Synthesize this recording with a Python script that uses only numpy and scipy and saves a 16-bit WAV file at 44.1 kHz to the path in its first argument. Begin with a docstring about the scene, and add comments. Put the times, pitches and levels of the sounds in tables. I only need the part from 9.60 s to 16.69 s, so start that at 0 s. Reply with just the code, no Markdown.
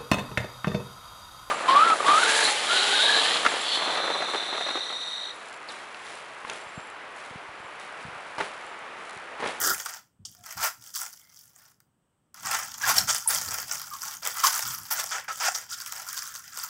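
"""Cling film is pulled and smoothed over a metal bowl in a small, quiet kitchen.
First, creases buckle in swarms of tiny ticks and a few loud snaps; the tight sheet answers like a
slack drum, and the hands nudge the bowl. After 1.5 s comes a lull. From about 2.8 s the pulls come
thick and fast: the bowl slides and bumps, and the clinging film peels off in short rasps or squeaks
on the rim. The last second is mostly crackle and snaps."""
import sys
import numpy as np
from scipy import signal
from scipy.fft import rfft, irfft, next_fast_len
from scipy.io import wavfile
from scipy.ndimage import uniform_filter1d, map_coordinates

SR = 44100
rng = np.random.default_rng(int(sys.argv[2]) if len(sys.argv) > 2 else 0)


def master_out(mix):
    """Clip the mix to full scale and print it as 16-bit PCM to the path in sys.argv[1]."""
    frames = np.transpose(np.atleast_2d(mix))
    ceiling = np.clip(frames, -1, 1)
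    pcm = np.round(ceiling * 32767).astype(np.int16)
    wavfile.write(sys.argv[1], SR, pcm)


N = 312656
TIME = np.arange(N) / SR

# Levels in the tables are relative; the functions may turn a whole layer up or down.
# Tone of the quiet room: frequency_hz, level_db
HUSH_SPECTRUM = [(25, -23), (130, -2.5), (450, -13.5), (1300, -17.5), (2400, -29), (3000, -23),
                 (4100, -34.5), (5300, -33.5), (7200, -33), (8100, -20), (10000, -38)]
# How long the kitchen's echo takes to fade by 60 dB: frequency_hz, fade_s
ROOM_FADE = [(200, 0.057), (1000, 0.23), (5000, 0.23), (15000, 0.26)]
# Tone of the bowl rumbling on the counter: frequency_hz, level_db
RUMBLE_SPECTRUM = [(25, -25), (60, -4), (110, 4.5), (180, 0.5), (300, -6.5), (900, -55)]
# The bowl sliding on the counter: time_s, level_db
BOWL_SLIDES = [(0, -58), (.12, -56.5), (.25, -74), (2.7, -79), (2.85, -58), (3.15, -62.5), (3.42, -45.5),
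               (3.62, -68), (3.75, -54), (4.3, -65), (7.09, -70)]
# The bowl bumping on the counter: start_s, level_db
BOWL_BUMPS = [(.085, -53), (.59, -53), (.67, -60), (.78, -60), (.955, -49), (1.17, -62), (2.84, -55),
              (3.25, -49), (3.385, -49), (3.86, -51), (5.033, -49), (5.09, -54), (5.185, -54)]
# The sheet's modes (the pitches it rings at): multiple_of_lowest_pitch
SHEET_MODES = [1, 1.28, 1.6, 1.9, 2.25, 2.7, 3.3, 4.1, 5.3]
# The bowl favours the sheet's middle modes: frequency_hz, level_db
DRUM_SPECTRUM = [(300, -4), (500, -25), (850, -3), (1400, 8.5), (2000, -1), (3000, -10)]
# Tone of one tick of film: frequency_hz, level_db
TICK_SPECTRUM = [(200, -55.5), (600, -36.5), (1200, -23), (2000, -22.5), (2500, -18), (3200, -2.5),
                 (4100, -9.5), (4800, 4), (5700, 8), (7800, 2.5), (9800, -3), (13000, -1.5), (15500, 2.5)]
# Tight film slipping on the rim: start_s, length_s, first_pitch_hz, last_pitch_hz, level_db
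RIM_SQUEAKS = [(0.746, 0.125, 720, 705, -65.5), (1.546, 0.24, 2130, 2085, -71.5),
               (3.228, 0.026, 1496, 1780, -27), (3.381, 0.0078, 6330, 3990, -15.5),
               (3.656, 0.029, 883, 970, -41), (3.674, 0.0062, 11250, 7200, -18.5),
               (3.677, 0.0205, 10900, 11100, -23), (4.303, 0.067, 1268, 1072, -42),
               (4.835, 0.02, 1160, 1110, -22.5), (5.688, 0.037, 1322, 1240, -35),
               (5.88, 0.013, 755, 860, -26.5), (6.102, 0.048, 1400, 1466, -44.5)]
# Film peeling off film or steel: start_s, length_s, crest_fraction, crackle_db, treble_db, drum_db
FILM_PEELS = [(.049, 0.084, 0.76, -34, 1, -34), (.257, 0.015, 0.32, -41, -4, -37),
              (.651, 0.015, 0.12, -36.5, -24, -65), (1.025, .065, .1, -29, 2, -30),
              (2.929, 0.037, 0.52, -49, -16, -30.5), (3.259, 0.07, 0.6, -27, 0, -26),
              (3.359, 0.041, 0.62, -24, -0.5, -33.5), (3.474, 0.042, 0.75, -23.5, -11, -30),
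              (3.69, 0.051, 0.27, -29.5, 2, -34.5), (4.833, 0.065, .1, -24, -5, -27),
              (5.305, 0.042, 0.22, -27.5, 7.5, -35.5), (5.379, 0.042, .45, -30, -6, -33),
              (5.51, 0.089, 0.07, -36.5, -16, -35.5), (5.68, 0.051, 0.09, -42, -22, -35.5),
              (5.8, 0.093, 0.95, -30, -13, -31), (5.945, 0.023, 0.2, -30.5, -6, -41),
              (6.096, 0.054, .75, -36, -9, -49)]
# Single large creases snapping through: start_s, level_db
CREASE_SNAPS = [(0.0264, -15.5), (0.0386, -9.5), (0.105, -11), (0.2606, -15), (0.7498, -34.5),
                (1.3423, -29), (1.3648, -17), (1.3915, -19), (1.4163, -12.5), (1.4634, -19.5),
                (1.5386, -33.5), (1.726, -41), (2.2032, -38.5), (2.7436, -28), (2.8592, -15.5),
                (3.5349, -14), (3.5473, -8), (3.8144, -14), (3.9854, -11.5), (4.125, -26), (4.155, -16),
                (4.216, -17), (4.2707, -23), (4.451, -22), (4.652, -11.5), (4.6737, -7.5), (4.9924, -8.5),
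                (5.035, -17), (5.4408, -13.5), (5.4984, -27), (6.2617, -16), (6.3234, -13.5), (6.4879, -17),
                (6.5298, -15), (6.7521, -17.5), (6.9737, -16)]
# Fine creases sound bright, broad folds dull: time_s, treble_db
CREASE_BRIGHTNESS = [(0, 5), (.4, -4.5), (1.1, -0.5), (2.0, 3), (2.9, -5.5), (3.8, 0), (5.2, 0.5),
                     (5.55, -4), (7.09, -0.5)]
# The hands hold the film tight and it crackles faintly: start_s, length_s, crackle_db, sheet_pitch_hz
HAND_GRIPS = [(0.736, 1.37, -63, 783), (2.848, 1.69, -44.5, 1003), (4.629, .97, -43.5, 1006),
              (5.683, 0.332, -43, 719), (6.086, 1.1, -50, 1270)]
# Each pull on the film: start_s, length_s, crackle_db, drum_db, sheet_pitch_hz (at the crest)
HAND_PULLS = [(-.042, .17, -25.5, -28.5, 300), (0.132, .089, -36, -38.5, 705),
              (0.247, .12, -40, -40.5, 875), (0.645, 0.12, -53.5, -70, 720), (0.831, .15, -43.5, -45, 800),
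              (0.967, .12, -36.5, -35.5, 840), (1.204, .091, -42.5, -53.5, 699),
              (1.332, .066, -32, -50, 1138), (1.392, .064, -35, -40, 865), (1.483, 0.13, -50.5, -66.5, 794),
              (1.701, .184, -53.5, -74.5, 792), (1.971, .12, -56.5, -59, 791),
              (2.74, 0.12, -44.5, -47, 954), (2.839, 0.19, -29.5, -29.5, 852),
              (3.203, .22, -29.5, -29, 889), (3.482, .088, -30, -36, 614), (3.671, .16, -28.5, -33.5, 768),
              (3.845, .19, -31, -34.5, 566), (4.068, .12, -33.5, -38, 796),
              (4.402, 0.15, -35.5, -41.5, 1028), (4.618, .097, -33, -33, 669), (4.748, .27, -29, -33, 1011),
              (4.994, .161, -33, -40.5, 1172), (5.301, .156, -38.5, -38.5, 745),
              (5.515, 0.096, -49, -33, 594), (5.796, .095, -34, -29.5, 740), (5.942, .098, -41, -42.5, 664),
              (6.135, .217, -39, -46.5, 1245), (6.309, 0.15, -42.5, -41.5, 755),
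              (6.391, 0.39, -36.5, -45, 1237), (6.914, .199, -36, -43, 1165)]


def gain_of(db):
    """Turns decibels into a number to multiply a sound by."""
    return 10 ** (np.asarray(db) / 20)


def evened(x):
    """Scales a sound to an average power of one."""
    return x / np.sqrt(np.mean(x ** 2) + 1e-20)


def look_up(table, hz):
    """Reads between the rows of a frequency table."""
    frequencies, values = np.transpose(table)
    return np.interp(np.log(hz + 1), np.log(frequencies), values)


def add(mix, start_s, sound):
    """Mixes a sound in at the given time."""
    part = mix[max(round(start_s * SR), 0):][:len(sound)]
    part += sound[:len(part)]


def drift(n, per_s):
    """A smooth random wander that changes per_s times a second."""
    knots = rng.standard_normal(n // 16 + 4)
    return map_coordinates(knots, [np.arange(n) * per_s / SR], order=2, mode="mirror")


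def noise(spectrum):
    """Steady noise with the given tone."""
    gains = gain_of(look_up(spectrum, np.fft.rfftfreq(N, 1 / SR)))
    return evened(irfft(rfft(rng.standard_normal(N)) * gains, N))


def kitchen_echo(x, echoes_per_s=4000):
    """Scattered echoes come off the counter and walls; the bass fades first."""
    n = SR // 2
    echoes = rng.standard_normal(n) * (rng.random(n) < echoes_per_s / SR) * (TIME[:n] > .002)
    hz, t, bands = signal.stft(echoes, SR, nperseg=256)
    fade = gain_of(-60 * t / look_up(ROOM_FADE, hz)[:, None])
    tail = signal.istft(bands * fade, SR, nperseg=256)[1]
    return signal.fftconvolve(x, tail / np.linalg.norm(tail))[:N]


def with_bowl_echo(x, echo_db=-11, fade_s=0.0081, size=1024):
    """Sound bounces between the steel walls for a few milliseconds and softens every tick."""
    t = np.arange(size) / SR
    echoes = rng.standard_normal(size) * np.sqrt(t) * np.exp(-2 * t / fade_s)
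    return x + gain_of(echo_db) * signal.oaconvolve(x, echoes / np.linalg.norm(echoes))[:N]


def bowl_nudges(rise_s=0.02, bowl_hz=105, size=8192):
    """The heavy bowl rumbles as it slides and bumps softly, a few dull cycles each time."""
    t, rumble = np.arange(size) / SR, noise(RUMBLE_SPECTRUM)
    out = gain_of(np.interp(TIME, *np.transpose(BOWL_SLIDES))) * rumble
    push = t / rise_s * np.exp(1 - t / rise_s)
    for start, level_db in BOWL_BUMPS:
        ring = np.sin(2 * np.pi * bowl_hz * rng.uniform(.85, 1.15) * t)
        add(out, start, gain_of(level_db) * push * (ring + .5 * rumble[int(start * SR):][:size]))
    return out


def resonate(x, hz, width_hz, order=2):
    """Lets a sound ring in a band around the moving pitch hz."""
    turn = np.exp(2j * np.pi * np.cumsum(hz) / SR)
    decay = np.exp(-np.pi * width_hz / SR)
    shifted = x / turn + 1e-18  # move the band down to 0 Hz, smooth it, then move it back
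    for _ in range(order):
        shifted = signal.lfilter([1 - decay], [1, -decay], shifted)
    return 2 * (turn * shifted).real


def sheet_drum(kicks, lowest_hz, wobble=0.071, bass_cut_hz=400):
    """The stretched sheet rings in modes that slide with its tension, and gives off almost no bass."""
    hz = lowest_hz * np.exp(wobble * drift(len(kicks), 45))
    out = gain_of(-13) * resonate(kicks, hz * .5, width_hz=470)  # loose folds beside the tight part
    power = 0
    for ratio in SHEET_MODES:
        # the lowest mode stands out less as the sheet tightens
        width_hz, boost_db = (220, 5 * np.log2(1500 / hz)) if ratio == 1 else (470, 0)
        gain = gain_of(look_up(DRUM_SPECTRUM, hz * ratio) + boost_db)
        out += gain * resonate(kicks, hz * ratio, width_hz, order=3)
        power += gain ** 2 * width_hz
    bass_cut = signal.butter(5, bass_cut_hz, "high", fs=SR, output="sos")
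    return evened(signal.sosfilt(bass_cut, out / np.sqrt(power)))


def tick(pitch_hz, ring_db, width_octaves=0.28, size=512):
    """One facet (a tiny flat patch of film) flips over with a click that favours its own pitch."""
    hz = np.fft.rfftfreq(size, 1 / SR)
    octaves_away = np.log2((hz + 1) / pitch_hz)
    db = look_up(TICK_SPECTRUM, hz) + ring_db * np.exp(-.5 * (octaves_away / width_octaves) ** 2)
    log_gain = np.log(gain_of(np.r_[db, db[-2:0:-1]]))
    click = np.fft.ifft(np.exp(np.conj(signal.hilbert(log_gain)))).real  # sharp start, then a fade
    return click / np.linalg.norm(click)


def facet_crackle(kicks, treble_db, count=16, treble_hz=9000):
    """Each kick flips one of many facets; treble_db turns the highest octave up or down."""
    n = len(kicks)
    facet = rng.integers(0, count, n)[np.arange(n) // 64]
    ticks = sum(signal.oaconvolve(kicks * (facet == k), tick(hz, ring_db=12))[:n]
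                for k, hz in enumerate(np.geomspace(3000, 15000, count)))
    size = next_fast_len(n + 512)
    hz = np.fft.rfftfreq(size, 1 / SR) + 1
    treble = irfft(rfft(ticks, size) / (1 + (treble_hz / hz) ** 8), size)[:n]
    power = 0.55 + 0.25 * gain_of(2 * treble_db)
    return (ticks + (gain_of(treble_db) - 1) * treble) / np.sqrt(power)


def buckles(n, per_s, spread_db, largest=3.7):
    """Random kicks, many small and a few large, that release energy at an even pace."""
    kicks = (rng.random(n) < per_s / SR) * rng.choice([-1, 1], n)
    kicks = kicks * gain_of(spread_db * np.minimum(rng.exponential(1, n), largest))
    nearby_power = abs(uniform_filter1d(kicks ** 2, 1500))
    return kicks / np.sqrt(nearby_power + 1e-6)


def crease_collapse(rise_s=0.00028, settle_s=0.0041, settle=0.24, size=512):
    """A crease gives way in under a millisecond, then its neighbours settle."""
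    t = np.arange(size) / SR
    return t / rise_s * np.exp(1 - t / rise_s) + settle * np.exp(-t / settle_s)


def squeaks(waver=0.0316, flutter=0.52):
    """The film sticks and slips on the rim, making a brief, unsteady gliding tone."""
    out = np.zeros(N)
    for start, length, first_hz, last_hz, level_db in RIM_SQUEAKS:
        n = int(length * SR)
        slip, grip = drift(n, first_hz / 6), drift(n, first_hz / 6)
        hz = np.geomspace(first_hz, last_hz, n) * (1 + waver * slip)
        tone = np.sin(2 * np.pi * np.cumsum(hz) / SR) * (1 + flutter * grip)
        add(out, start, gain_of(level_db) * evened(tone * signal.windows.tukey(n, .7)))
    return out


def peels(sheet_hz, slips_per_s=3500):
    """Clinging film lets go in a dense run of slips that swells to a crest and stops."""
    out = np.zeros(N)
    for start, length, crest_fraction, crackle_db, treble_db, drum_db in FILM_PEELS:
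        crest, end = start + crest_fraction * length, start + length
        t = np.arange(start - .005, end + 0.022, 1 / SR)
        swell = np.interp(t, [start - .001, start, crest, end, end + 0.0053], [0, .31, 1.4, .31, 0])
        slips = buckles(len(t), slips_per_s, spread_db=0.5)
        rasp = gain_of(crackle_db) * facet_crackle(slips, treble_db)
        drum = gain_of(drum_db) * sheet_drum(slips, np.interp(t, TIME, sheet_hz))
        add(out, t[0], swell * (rasp + drum))
    return out


def snaps(sheet_hz, trim_db=-2, drum_db=-29, typical_hz=7000, scatter_octaves=0.15, size=1024):
    """A large crease snaps with a pitch of its own and taps the sheet."""
    out = np.zeros(N)
    for start, level_db in CREASE_SNAPS:
        kicks = crease_collapse(settle=.14, size=size) * rng.choice([-1, 1], size)
        pitch_hz = typical_hz * 2 ** (scatter_octaves * rng.standard_normal())
        click = np.convolve(kicks, tick(pitch_hz, ring_db=3))[:size]
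        tap = gain_of(drum_db) * sheet_drum(kicks, np.interp(start, TIME, sheet_hz))
        add(out, start, gain_of(level_db + trim_db) * (click / abs(click).max() + tap))
    return out


def held(since_s, length_s, catch_s=.009, release_db_per_s=314.5):
    """The film catches quickly, stays under load, then settles when let go."""
    release = gain_of(-release_db_per_s * np.clip(since_s - length_s, 0, .5))
    return np.clip(since_s / catch_s, 0, 1) * release


def hands(crest_fraction=.41, swell_db=11, ease_db=6.5, sink_octaves=.22):
    """Grips and pulls add up to crackle and drum levels; the strongest leads the sheet's pitch."""
    t, moves = TIME[::32], []
    for start, length, crackle_db, hz in HAND_GRIPS:
        effort = held(t - start, length)
        drum_db = crackle_db - 6.5
        moves.append((gain_of(crackle_db) * effort, gain_of(drum_db) * effort, np.full(len(t), hz)))
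    for start, length, crackle_db, drum_db, hz in HAND_PULLS:
        progress = np.clip((t - start) / length, 0, 1)
        swell = gain_of(np.interp(progress, [0, crest_fraction, 1], [-swell_db, 0, -ease_db]))
        effort = held(t - start, length) * swell
        sinking_hz = hz * 2 ** (sink_octaves * (crest_fraction - progress))  # the film yields
        moves.append((gain_of(crackle_db) * effort, gain_of(drum_db) * effort, sinking_hz))
    crackle, drum, pitch = np.swapaxes(moves, 0, 1) + 1e-6
    crackle_db, drum_db = (20 * np.log10(np.linalg.norm(x, axis=0)) for x in (crackle, drum))
    sheet_hz = np.average(pitch, axis=0, weights=drum ** 2)
    return [np.interp(TIME, t, curve) for curve in (crackle_db, drum_db, sheet_hz)]


def crinkle(crackle_db, drum_db, sheet_hz, rustle_db=-7, rub_db=-5, clump_db=3, drum_trim_db=-1):
    """Creases buckle in clumps, faster the harder the film is worked, over a rustle of film on film."""
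    creases_per_s = 650 * gain_of(0.19 * (crackle_db + 40.5))
    creases = buckles(N, creases_per_s, spread_db=3.8, largest=4.2)
    energy = abs(signal.oaconvolve(creases ** 2, crease_collapse() ** 2)[:N])
    strength = np.sqrt(energy / energy.mean() + gain_of(2 * rustle_db))
    kicks = evened(strength * rng.standard_normal(N) * gain_of(clump_db * drift(N, 70)))
    treble_db = np.interp(TIME, *np.transpose(CREASE_BRIGHTNESS))
    crackle = facet_crackle(kicks * gain_of(crackle_db), treble_db)
    rub = gain_of(rub_db) * rng.standard_normal(N)  # dragging over the rim also drives the sheet
    return crackle + gain_of(drum_db + drum_trim_db) * sheet_drum(kicks + rub, sheet_hz)


def scene(room_db=-9, hush_db=-75):
    """The film and the bowl in a quiet kitchen, in one channel."""
    crackle_db, drum_db, sheet_hz = hands()
    film = with_bowl_echo(crinkle(crackle_db, drum_db, sheet_hz) + peels(sheet_hz))
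    film += snaps(sheet_hz) + squeaks()
    echo = gain_of(room_db) * kitchen_echo(film)
    return (film + echo + bowl_nudges() + gain_of(hush_db) * noise(HUSH_SPECTRUM))[None]


def record(dry, cutoff_hz=15800):
    """Cuts away the very highest treble."""
    low_pass = signal.firwin(401, cutoff_hz, window=("kaiser", 8), fs=SR)
    return signal.oaconvolve(dry, low_pass[None], "same")


dry = scene()
out = record(dry)
master_out(out)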